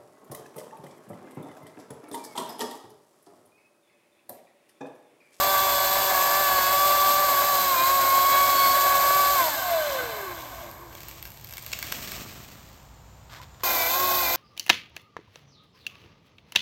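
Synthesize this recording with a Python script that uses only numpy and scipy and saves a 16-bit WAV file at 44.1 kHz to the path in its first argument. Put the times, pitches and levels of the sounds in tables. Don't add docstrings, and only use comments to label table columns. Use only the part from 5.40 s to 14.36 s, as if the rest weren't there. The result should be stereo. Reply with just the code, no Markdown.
import sys
import numpy as np
from scipy import signal
from scipy.fft import rfft, irfft, next_fast_len
from scipy.io import wavfile
from scipy.ndimage import uniform_filter1d, map_coordinates

SR = 44100
rng = np.random.default_rng(int(sys.argv[2]) if len(sys.argv) > 2 else 0)


def wav_record(signal):
    frames = np.transpose(np.atleast_2d(signal))
    bounded = np.clip(frames, -1, 1)
    quanta = np.round(bounded * 32767).astype(np.int16)
    wavfile.write(sys.argv[1], SR, quanta)


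N = 395136
TIME = np.arange(N) / SR
JUMP_S = 8.2345
TOP_HZ = 15850


# [f/Hz, level/dB]
YARD_SPECTRUM = [(20, -29), (40, -13), (58, 5.5), (78, -3), (110, 1.5), (180, -10), (350, -19.5),
                 (900, -14.5), (2000, -26), (5800, -30.5), (7200, -30), (9000, -35), (12700, -35),
                 (16000, -40)]
# [f/Hz, level/dB]
INSECT_SPECTRUM = [(6600, -40), (7000, 0), (7200, 0), (7600, -40)]
# [f/Hz, time to fade by 60 dB/s]
ECHO_FADE = [(200, 1), (1500, 0.35), (6000, 0.53), (14000, 0.65)]
# [f/Hz, side against mid level/dB]
STEREO_WIDTH = [(60, -18), (380, -17.5), (700, -8.5), (1290, -2), (2400, -6), (4400, -6), (5900, 0.5),
                (7200, -8.5), (8800, -0.5), (10000, -2.5), (11200, -0.5), (12300, -3), (13300, -20),
                (15000, -1.5)]
# [f/Hz, level/dB]
SHARED_DIP = [(8600, -0.5), (9100, -8), (9500, -61), (10350, -46), (10850, -12), (11500, 0)]

# [t/s, level/dB]
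HEEL_STEPS = [(4.63, -43), (5.533, -48)]
# [f/Hz, level/dB]
SOIL_SPECTRUM = [(30, -4), (55, 4), (150, -10), (340, 0), (520, -10), (1200, -30)]
# [t/s, level/dB, fall/(dB/s)]
LEAF_CRUNCHES = [(7.897, -49, 350), (7.916, -49, 150), (7.93, -48, 193.5), (7.958, -62, 190),
                 (7.98, -67, 302), (8.018, -45, 600), (8.035, -60, 200), (8.146, -58, 700), (8.2, -50, 200)]
# [f/Hz, level/dB]
LITTER_SPECTRUM = [(300, -10), (1050, 2), (1700, 1), (2050, -1), (2450, -5.5), (3500, -2), (5100, -7),
                   (8000, -15), (13000, -15), (16000, -22)]
# [t/s, level/dB, f/Hz, time to fade by 60 dB/s]
STICK_KNOCK = (8, -37, 1000, 0.07)
CRUNCH_RISE_DB_PER_S, CRUNCH_HOLD_S = 4000, 0.0016

# [peak t/s, level/dB, hold/s, rise/(dB/s), fall/(dB/s)]
CROWN_SWELLS = [(5.583, -48, 0.19, 100, 62), (6.48, -38, 0.23, 36, 31)]
# [peak t/s, level/dB, hold/s, rise/(dB/s), fall/(dB/s)]
LANDING_SWELL = (6.5, -45.5, 0.35, 106, 32)
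# [peak t/s, level/dB, hold/s, rise/(dB/s), fall/(dB/s)]
SETTLING_SWELL = (7.01, -51.5, 0.11, 70, 36)
# [f/Hz, level/dB]
LEAF_SPECTRUM = [(450, -1.5), (700, 5), (900, -11), (1150, 4), (1400, -3.5), (1700, 1), (2400, 3),
                 (4000, 0.5), (7000, -1), (9000, -4.5), (12500, -3), (15500, -2.5)]
# [f/Hz, level/dB]
BOUGH_SPECTRUM = [(50, -7), (130, 4.5), (300, 0.5), (600, -13), (1200, -6), (3000, -24)]

# [t/s, relative level/dB, relative ring of the trunk level/dB]
FIBRE_SNAPS = [(5.3135, -29, -17), (5.552, -24, -15), (5.5735, -32, -26), (5.6059, -27, -17),
               (5.6332, -25, -22), (5.685, -20.5, -28), (5.6915, -27, -16), (5.713, -23, -25),
               (5.8269, -20, -16), (5.8536, -22.5, -10), (6.0127, -32, -28), (6.046, -23, -22),
               (6.072, -30, -21), (6.0896, -28, -17), (6.109, -28, -13), (6.1255, -23, -16),
               (6.137, -25, -13), (6.1707, -19.5, -17), (6.181, -20, -10.5), (6.225, -26, -19),
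               (6.247, -28, -16), (6.264, -20, -16), (6.318, -22, -11), (6.3283, -22.5, -7),
               (6.331, -19.5, -2), (6.3334, -23, -1), (6.3897, -18, -12.5), (6.427, -14.5, -11),
               (6.469, -22, -11), (6.5208, -18, -13), (6.524, -14.5, -6.5), (6.675, -24.5, -6.5),
               (6.719, -17, -16)]
# [f/Hz, width/Hz, level/dB]
TRUNK_MODES = [(1080, 320, -13), (1660, 170, -5), (2260, 220, 0), (2700, 200, -3), (3260, 200, -6),
               (3750, 200, -10), (4290, 300, -8.5), (5360, 300, -12), (6890, 260, -15)]
# [f/Hz, level/dB]
CRACK_SPECTRUM = [(500, -7), (2000, -4), (6000, 0.5), (9000, 0), (13000, 8.5), (16000, 0)]
# [peak t/s, level/dB, hold/s, rise/(dB/s), fall/(dB/s)]
STRAIN_SWELL = (6.5, -38.5, -0.36, 16, 65)
TICK_CRACK_DB = -7

# [t/s, shaft speed f/Hz, whine level/dB, relative motor whistle level/dB]
BUCKING_RUN = [(8.235, 177.1, -30.5, -37), (8.41, 165, -37, -29), (8.455, 165, -41, -29),
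               (8.57, 179.6, -28, -43), (8.65, 181, -27.5, -49), (8.77, 180.4, -28, -40),
               (8.89, 169.5, -40, -30), (8.96, 172.2, -33, -40)]
# [f/Hz, level/dB]
BUCKING_SPECTRUM = [(100, -58), (250, 0.5), (420, -18.5), (560, -9), (770, 13), (950, -9), (1250, -1),
                    (1450, -6.5), (1950, -7.5), (2400, -7.5), (3000, -12.5), (3700, -5), (4300, -7),
                    (4900, -6.5), (5600, -10.5), (6500, -7), (8700, -14), (12700, -0.5), (15500, -5)]
# [f/shaft speed, level/dB]
GROWL_ORDERS = [(4, -35.5), (9, -42), (12, -38.5)]
BUCK_EASY_HZ, BUCK_SAG_HZ = 181, 15

# [f/shaft speed, level against the motor/dB]
MOTOR_ORDERS = [(2, -24), (4, -16), (5, -32), (8, -18), (9, -18.5), (14, -25), (18, -27), (22, -22.5),
                (24, -23.5)]
# [t/s, half length/s, f/shaft speed, level/dB]
SHAFT_WHISTLES = [(.25, 0.45, 18, -39.5), (.35, 1, 5, -36.5), (0.453, 0.85, 4, -41), (1.0, 0.35, 9, -34.5),
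                  (1.2, 0.1, 24, -40), (1.505, 0.27, 18, -40), (2.404, 0.044, 14, -35),
                  (2.72, 0.087, 12, -44), (3.0, .11, 12, -36.5), (3.096, 0.33, 18, -42),
                  (3.24, 0.15, 24, -35), (3.241, .05, 12, -34), (3.75, 0.2, 12, -43.5),
                  (3.6, 0.32, 9, -39.5), (4.049, 0.047, 4, -30.5), (4.18, 0.075, 12, -45),
                  (4.42, .05, 16, -43), (4.576, 0.072, 18, -39), (4.82, .04, 24, -42),
                  (4.871, 0.057, 18, -41), (5.236, 0.056, 16, -44.5)]
# [t/s, shaft speed f/Hz]
FELLING_SPEED = [(0.0, 191.1), (0.05, 193.9), (0.36, 190.5), (0.62, 192.4), (0.7, 192.6), (0.77, 186.6),
                 (1.0, 193.8), (1.22, 184.5), (1.43, 192.4), (1.65, 192.6), (1.81, 194.2), (1.97, 187.4),
                 (2.07, 191.9), (2.28, 184.5), (2.39, 172.2), (2.52, 183.1), (2.71, 180.8), (3.04, 187.2),
                 (3.29, 183.7), (3.46, 187.4), (3.58, 185.8), (3.76, 190), (3.94, 189.8)]
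# [t/s, level/dB]
WHINE_FORCE = [(0, -27), (.18, -23.5), (.5, -32.5), (.72, -30.5), (.82, -25.5), (1.1, -26.5), (1.6, -21),
               (2.35, -27), (2.52, -23), (3.02, -22), (3.3, -23.5), (3.88, -21), (4.15, -28.5), (4.33, -30),
               (4.55, -25), (4.66, -28.5), (4.87, -29.5), (4.98, -52.5), (5.3, -50), (5.5, -72)]
# [f/Hz, width/Hz, level/dB]
HOUSING_MODES = [(336, 85, -5), (669, 57, 6), (1065.5, 186, 2.5), (1530.5, 98, 4.5), (1655, 36, -9),
                 (2060, 110, -1.5), (2630, 160, -3), (3030, 121, -2.5), (3500, 190, -4), (3980, 210, -3.5)]
# [f/Hz, width/Hz, level/dB]
HISS_PEAKS = [(2630, 230, 4), (2980, 125, -1), (3500, 110, -0.5), (3936, 110, 2.5), (4400, 35, 0),
              (5020, 160, -6.5), (7744, 54, -14)]
# [f/Hz, level/dB]
SONG_SPECTRUM = [(3700, -45), (3900, -5), (4000, 1), (4090, 7), (4300, -45)]
# [peak t/s, level/dB, hold/s, rise/(dB/s), fall/(dB/s)]
SONG_SWELL = (2.5, -41, 0.5, 12, 29)
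# [f/Hz, level/dB]
RATTLE_SPECTRUM = [(120, -29.5), (270, -16), (440, -17), (570, -1), (720, 0.5), (880, -6), (1080, 3),
                   (1350, -11), (1600, -2.5), (1870, -12), (2200, -6), (2800, -22.5), (4000, -25),
                   (8000, -60)]
# [f/Hz, level/dB]
HISS_SPECTRUM = [(800, -30), (2400, -15.5), (3200, -4), (4100, -3), (4900, -1), (5500, -5), (6600, -1.5),
                 (7800, -1), (9000, -3.5), (11000, -1.5), (12600, 4), (14000, 5), (15500, -5.5)]
# [f/Hz, level/dB]
STEM_SPECTRUM = [(110, -39), (170, 0), (215, -8), (270, 1.5), (340, -10), (420, 0.5), (600, -43)]
# [t/s, delay/ms]
GROUND_DELAY = [(0, 1.8), (1.6, 2.53), (2.4, 2.1), (3.0, 2.2), (3.9, 2.26), (4.5, 1.93), (5.3, 1.93)]
# [f/Hz, level/dB]
SLAP_SPECTRUM = [(150, -27), (270, -11), (335, 9.5), (400, -4), (620, -3), (800, -8), (1100, 3),
                 (1350, -19), (1650, -19), (2300, -32)]
# [peak t/s, level/dB, hold/s, rise/(dB/s), fall/(dB/s)]
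LAST_TURNS_SWELL = (5.5, -49, -0.05, 7, 32)
# [peak t/s, level/dB, hold/s, rise/(dB/s), fall/(dB/s)]
SCRAPE_SWELLS = [(4.451, -39, .06, 57, 60), (5.0, -49, .015, 200, 150), (5.198, -49.5, 0.042, 60, 150)]
# [f/Hz, level/dB]
GROOVE_SPECTRUM = [(1500, -22), (2100, -4), (2600, 0), (3500, 5), (4400, -8), (6200, 1), (8500, -11),
                   (13000, -4), (15500, -6)]

TEETH, CHAIN_LINKS = 6, 52
RELEASE_S, FREE_S, STOP_S = 3.95, 4.21, 5.25
WOOD_DRAG_PER_S, FREE_DRAG_PER_S, FRICTION_HZ_PER_S = 1.55, .85, 20
IDLE_HZ, FULL_LOAD_SAG_HZ = 195.4, 15.3
SLACK_HZ = 85.5
SETTLE_DB_PER_S = 5.5
TONES_SLACK_DB = -9.5
DRONE_DB, DRONE_LOAD_DB = -30.5, -12
OCTAVE_DB, OCTAVE_LOAD_DB, OCTAVE_SLOW_DB = -48, 4, 1
MOTOR_DB, MOTOR_FREE_DB, MOTOR_SLOW_DB = -22.5, -11.5, -5
HISS_DB, HISS_LOAD_DB, HISS_SLOW_DB = -25.5, 1, -10
RATTLE_DB, RATTLE_LOAD_DB, RATTLE_FREE_DB, RATTLE_SLACK_DB = -29.5, 1.5, -4.5, -10
RING_DB, RING_SLACK_DB = -33.5, -20.5
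CHAIN_SLACK, LINK_CLATTER = .05, 1.5
SURGE_DB = 2


def amp(db):
    return 10 ** (np.asarray(db) / 20)


def unit(x):
    return x / np.sqrt(np.mean(x ** 2) + 1e-20)


def along(points, hz):
    f, v = np.transpose(points)
    return np.interp(np.log(hz + 1), np.log(f), v)


def curves(rows):
    s, *cols = np.transpose(rows)
    return [np.interp(TIME, s, c) for c in cols]


def since(s):
    return np.maximum(TIME - s, 0)


def swell(peak_s, db, hold_s, rise, fall):
    rising_db = rise * np.maximum(peak_s - TIME, 0)
    return amp(db - rising_db - fall * since(peak_s + hold_s))


def wobble(rate, order=2):
    coarse = np.append(TIME[::32], TIME[-1])
    knots = rng.standard_normal(int(N * rate / SR) + 4)
    curve = map_coordinates(knots, [coarse * rate], order=order)
    return np.interp(TIME, coarse, unit(curve))


def filtered(x, response):
    m = next_fast_len(N + SR // 8, True)
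    hz = np.fft.rfftfreq(m, 1 / SR).astype(np.float32)
    gain = np.asarray(response(hz), np.complex64)
    return irfft(rfft(x.astype(np.float32), m) * gain, m)[..., :N].astype(float)


def resonances(modes, hz):
    return sum(amp(db) * 1j * hz * w / (c * c - hz * hz + 1j * hz * w) for c, w, db in modes)


def levelled(x):
    return x / np.sqrt(np.abs(uniform_filter1d(x ** 2, SR // 4)) + 1e-6)


def spread(pair, spectrum):
    def response(hz):
        widths = np.array([np.ones_like(hz), amp(along(STEREO_WIDTH, hz))])
        return amp(along(spectrum, hz)) * widths
    mid, side = filtered(pair, response)
    return np.array([mid + side, mid - side]) / np.sqrt(np.mean(mid ** 2))


def noise(spectrum):
    return spread(rng.standard_normal((2, N)), spectrum)


def grains(spectrum, rate, size_db, share):
    sizes = amp(size_db * np.minimum(rng.exponential(size=N), 3))
    hits = (rng.random(N) < rate / SR) * sizes
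    share = np.clip(share, 0, 1)
    impacts = unit(hits) * rng.choice([-1, 1], (2, N))
    bed = rng.standard_normal((2, N))
    return spread(np.sqrt(1 - share) * bed + np.sqrt(share) * impacts, spectrum)


def yard_echo(x, wet_db):
    hz, t, z = signal.stft(rng.standard_normal((2, SR // 3)), SR, nperseg=256)
    fade = amp(-60 * t / along(ECHO_FADE, hz)[:, None])
    tail = signal.istft(z * fade, SR, nperseg=256)[1]
    tail = tail / np.linalg.norm(tail[0])
    return x + amp(wet_db) * signal.fftconvolve(x[None], tail, axes=1)[:, :N]


def yard():
    return amp(-49.0 + 0.47 * wobble(4.34)) * noise(YARD_SPECTRUM)


def insects():
    return amp(-68.5) * noise(INSECT_SPECTRUM)


def steps():
    press = sum(swell(s, db, CRUNCH_HOLD_S, CRUNCH_RISE_DB_PER_S, fall) for s, db, fall in LEAF_CRUNCHES)
    heels = sum(swell(s, db, hold_s=.008, rise=1600, fall=400) for s, db in HEEL_STEPS)
    leaves = grains(LITTER_SPECTRUM, rate=480, size_db=1.0, share=0.8)
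    s, db, hz, t60 = STICK_KNOCK
    stick_gain = amp(db - 60 * np.minimum(since(s) / t60, 2))
    stick = stick_gain * np.sin(2 * np.pi * hz * since(s))
    return press * leaves + heels * noise(SOIL_SPECTRUM) + stick


def falling():
    return np.interp(TIME, [5.35, 5.55, 7.3, 7.8], [0, 1, 1, 0])


def crown():
    sweep = np.sqrt(sum(swell(*row) ** 2 for row in CROWN_SWELLS))
    leaves = grains(LEAF_SPECTRUM, rate=1000, size_db=1.5, share=0.5)
    rush = sweep * amp(1.5 * wobble(70)) * leaves
    twigs = swell(*SETTLING_SWELL) * grains(LEAF_SPECTRUM, rate=300, size_db=2.0, share=.75)
    boughs = swell(*LANDING_SWELL) * grains(BOUGH_SPECTRUM, rate=70, size_db=1.0, share=0.58)
    return falling() * rush + twigs + boughs


def hinge():
    ticks = (rng.random(N) < 150 / SR) * rng.uniform(-1, 1, N)
    tears = falling() * swell(*STRAIN_SWELL) * unit(ticks)
    cracks = amp(TICK_CRACK_DB) * tears * rng.uniform(-1.7, 1.75, (2, N))
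    t = np.arange(SR // 20) / SR
    crack_fade = amp(-60 * t / 0.0037) + 0.029 * amp(-60 * t / 0.04)
    tear_fade = amp(-60 * t / 0.012)
    for s, db, ring_db in FIBRE_SNAPS:
        start = round(s * SR)
        at = slice(start, start + len(t))
        burst = rng.standard_normal((3, len(t)))
        burst[:, 0] = 2
        cracks[:, at] += amp(db - 6) * crack_fade * burst[:2]
        tears[at] += amp(db + ring_db + 15.0) * tear_fade * burst[2]
    mid, side = filtered(cracks, lambda hz: amp(along(CRACK_SPECTRUM, hz)))
    wood = filtered(tears, lambda hz: resonances(TRUNK_MODES, hz))
    return yard_echo(mid + wood, wet_db=-2.5) + 1.03 * np.array([side, -side])


def shaft(speed_hz, jitter):
    return 2 * np.pi * np.cumsum(speed_hz * (1 + jitter * wobble(70))) / SR


def halvings(speed_hz, from_hz):
    return np.maximum(np.log2(from_hz / speed_hz), 0)


def motor(angle, flutter):
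    turn = (angle % (2 * np.pi)).astype(np.float32)
    tones = 0
    for k, db in MOTOR_ORDERS:
        tone = np.sin(round(k) * turn + rng.uniform(0, 2 * np.pi))
        tones = tones + amp(db) * (1 + flutter * wobble(22)) * tone
    return np.sqrt(2) * tones


def sprocket(angle, rough):
    steady = (1 + rough * wobble(90)) * np.sin(TEETH * angle)
    uneven = rough * wobble(60) * np.cos(TEETH * angle)
    return np.sqrt(2) * (steady + uneven)


def chatter(angle, depth):
    return 1 + depth * (np.cos(TEETH * angle) + np.cos(2 * angle))


def shaft_whistles(angle):
    waver = np.interp(TIME, [RELEASE_S, STOP_S], [.022, .11]) * wobble(80)
    turn = ((angle + waver) % (2 * np.pi)).astype(np.float32)
    time = TIME.astype(np.float32)
    whistles = 0
    for s, length, k, db in SHAFT_WHISTLES:
        bell = np.exp(-np.minimum(((time - s) / length) ** 2, 20))
        whistles = whistles + amp(db) * bell * np.sin(round(k) * turn)
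    return np.sqrt(2) * whistles


def link_knocks(angle, scatter_db):
    passing = np.diff(np.floor(TEETH * angle / (2 * np.pi)), prepend=0) > 0
    strengths = amp(scatter_db * np.clip(rng.standard_normal(N), -2, 2))
    sizes = rng.choice([-1, 1], N) * strengths
    links_per_sample = TEETH * np.gradient(angle) / (2 * np.pi)
    return unit(sizes) * passing / np.sqrt(links_per_sample)


def surge(angle):
    lap = TEETH * angle / CHAIN_LINKS
    return amp(SURGE_DB * np.sin(2 * lap + wobble(8.7)))


def coasting(angle, level_db, count=24):
    released = np.clip(since(RELEASE_S) / 0.04, 0, 1)
    swing = 3 * (angle + CHAIN_SLACK * wobble(70))
    ladder = 0
    for k in range(3, 3 + count):
        phase = (k * swing + rng.uniform(0, 2 * np.pi)).astype(np.float32)
        ladder = ladder + (1 if k % 2 == 0 else .7) * np.sin(phase)
    blows = unit(ladder) + LINK_CLATTER * link_knocks(angle, scatter_db=2)

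    def housing(hz):
        response = resonances(HOUSING_MODES, hz)
        return response * np.abs(response)
    ring = levelled(filtered(blows, housing))
    slap = levelled(filtered(blows, lambda hz: amp(along(SLAP_SPECTRUM, hz))))
    return surge(angle) * (released * amp(level_db) * ring + swell(*LAST_TURNS_SWELL) * slap)


def scrapes():
    rub = sum(swell(*row) for row in SCRAPE_SWELLS)
    return rub * grains(GROOVE_SPECTRUM, rate=700, size_db=4.0, share=0.53)


def grounded(x, bounce):
    delay_ms, = curves(GROUND_DELAY)
    late_s = TIME - (delay_ms + .03 * wobble(5)) / 1000
    return x + bounce * np.array([np.interp(late_s, TIME, side) for side in x])


def bucking():
    speed_hz, whine_db, whistle_db = curves(BUCKING_RUN)
    angle = shaft(speed_hz, jitter=0.00286)
    load = np.clip((BUCK_EASY_HZ - speed_hz) / BUCK_SAG_HZ, 0, 1)
    poles = 14
    whistle = amp(whistle_db - 5.0) * np.sqrt(2) * (1 + 0.24 * wobble(70)) * np.sin(poles * angle)
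    hum = amp(whine_db - 15.0) * np.sqrt(2) * np.sin(2 * angle)
    bites = sum(amp(db) * np.sin(round(k) * angle + .5 * wobble(90)) for k, db in GROWL_ORDERS)
    growl = load * np.sqrt(2) * bites
    whine = amp(whine_db) * sprocket(angle, rough=0.19)
    drone = amp(-44) * sprocket(angle / 2, rough=0.26)
    tones = whine + whistle + hum + growl + drone + amp(-29.0) * motor(angle, flutter=0.71)
    chips = grains(BUCKING_SPECTRUM, rate=2200, size_db=0.0, share=0.34)
    chain = amp(-22.3 + 0.58 * wobble(90)) * chips * chatter(angle, depth=0.095)
    ground_s, bounce = .001965, .64

    def ground(hz):
        return 1 + bounce * np.exp(-(hz / 6900) ** 4 - 2j * np.pi * hz * ground_s)
    chain = filtered(chain, ground)
    return (chain + yard_echo(tones, wet_db=-30)) * amp([[.3], [-.3]])


def felling_speed():
    driven_hz, = curves(FELLING_SPEED)
    braked_hz = driven_hz * np.exp(-WOOD_DRAG_PER_S * (since(RELEASE_S) - since(FREE_S)))
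    friction_hz = FRICTION_HZ_PER_S / FREE_DRAG_PER_S
    coasting_hz = (braked_hz + friction_hz) * np.exp(-FREE_DRAG_PER_S * since(FREE_S)) - friction_hz
    return np.maximum(coasting_hz, 1)


def felling_tones(angle, speed_hz, load, free):
    force_db, = curves(WHINE_FORCE)
    slow = halvings(speed_hz, IDLE_HZ)
    ragged = .1 + .22 * np.clip(halvings(speed_hz, 1.3 * SLACK_HZ), 0, 1.5)
    flare = np.abs(resonances(HOUSING_MODES, TEETH * speed_hz))
    whine = amp(force_db + 0.62 * wobble(12)) * flare * sprocket(angle, rough=ragged)
    pairs = sprocket(angle / 2, rough=0.042) + amp(-6.5) * np.sin(4 * angle)
    drone = (1 - free) ** 2 * amp(DRONE_DB + DRONE_LOAD_DB * load) * pairs
    octave_load_db = OCTAVE_LOAD_DB * load * np.clip(1 - 2 * free, 0, 1)
    octave = amp(OCTAVE_DB + octave_load_db + OCTAVE_SLOW_DB * slow) * sprocket(2 * angle, rough=0.17)
    hum = amp(MOTOR_DB + MOTOR_FREE_DB * free + MOTOR_SLOW_DB * slow) * motor(angle, flutter=0.32)
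    fade = amp(TONES_SLACK_DB * halvings(speed_hz, SLACK_HZ)) * np.interp(TIME, [FREE_S, STOP_S], [1, .3])
    return whine + drone + fade * (octave + hum)


def felling():
    speed_hz = felling_speed()
    angle = shaft(speed_hz, jitter=.003)
    load = np.clip((IDLE_HZ - speed_hz) / FULL_LOAD_SAG_HZ, 0, 1)
    free = np.interp(TIME, [RELEASE_S, FREE_S], [0, 1])
    cutting = load * (1 - free)
    loose = halvings(speed_hz, SLACK_HZ)
    settle_db = -SETTLE_DB_PER_S * since(STOP_S)
    tones = felling_tones(angle, speed_hz, load, free)

    rattle_db = RATTLE_DB + RATTLE_LOAD_DB * cutting + RATTLE_FREE_DB * free + RATTLE_SLACK_DB * loose + settle_db
    rattle_gain = amp(rattle_db + (1.38 - 0.38 * free) * wobble(45))
    rattle = rattle_gain * grains(RATTLE_SPECTRUM, rate=1500, size_db=-1.5, share=0.37)
    stem = (1 - free) * amp(-51.5 + 3.3 * wobble(12)) * noise(STEM_SPECTRUM)

    rasp = grains(HISS_SPECTRUM, rate=2500, size_db=2.0, share=0.27)
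    rasp = filtered(rasp, lambda hz: 1 + resonances(HISS_PEAKS, hz))
    hiss_db = HISS_DB + HISS_LOAD_DB * cutting + HISS_SLOW_DB * halvings(speed_hz, IDLE_HZ) + settle_db
    hiss = amp(hiss_db + 0.68 * wobble(60)) * grounded(rasp, bounce=0.26)

    song = swell(*SONG_SWELL) * amp(2.1 * wobble(18)) * noise(SONG_SPECTRUM)
    ring = coasting(angle, RING_DB + RING_SLACK_DB * loose + settle_db)
    body = yard_echo(tones + shaft_whistles(angle), wet_db=-15.5) + rattle + stem + song + ring
    return body * amp([[.9], [-.9]]) + hiss * chatter(angle, depth=0.079) + scrapes()


def scene():
    later = np.clip((TIME - JUMP_S) / 0.00064, 0, 1)
    first = insects() + steps() + crown() + hinge() + felling()
    return yard() + (1 - later) * first + later * bucking()


def record(dry):
    left, right = dry
    pair = np.array([left + right, left - right]) / 2

    def response(hz):
        gains = np.array([amp(along(SHARED_DIP, hz)), np.ones_like(hz)])
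        return gains * (hz < TOP_HZ)
    mid, side = filtered(pair, response)
    return np.array([mid + side, mid - side])


dry = scene()
out = record(dry)
wav_record(out)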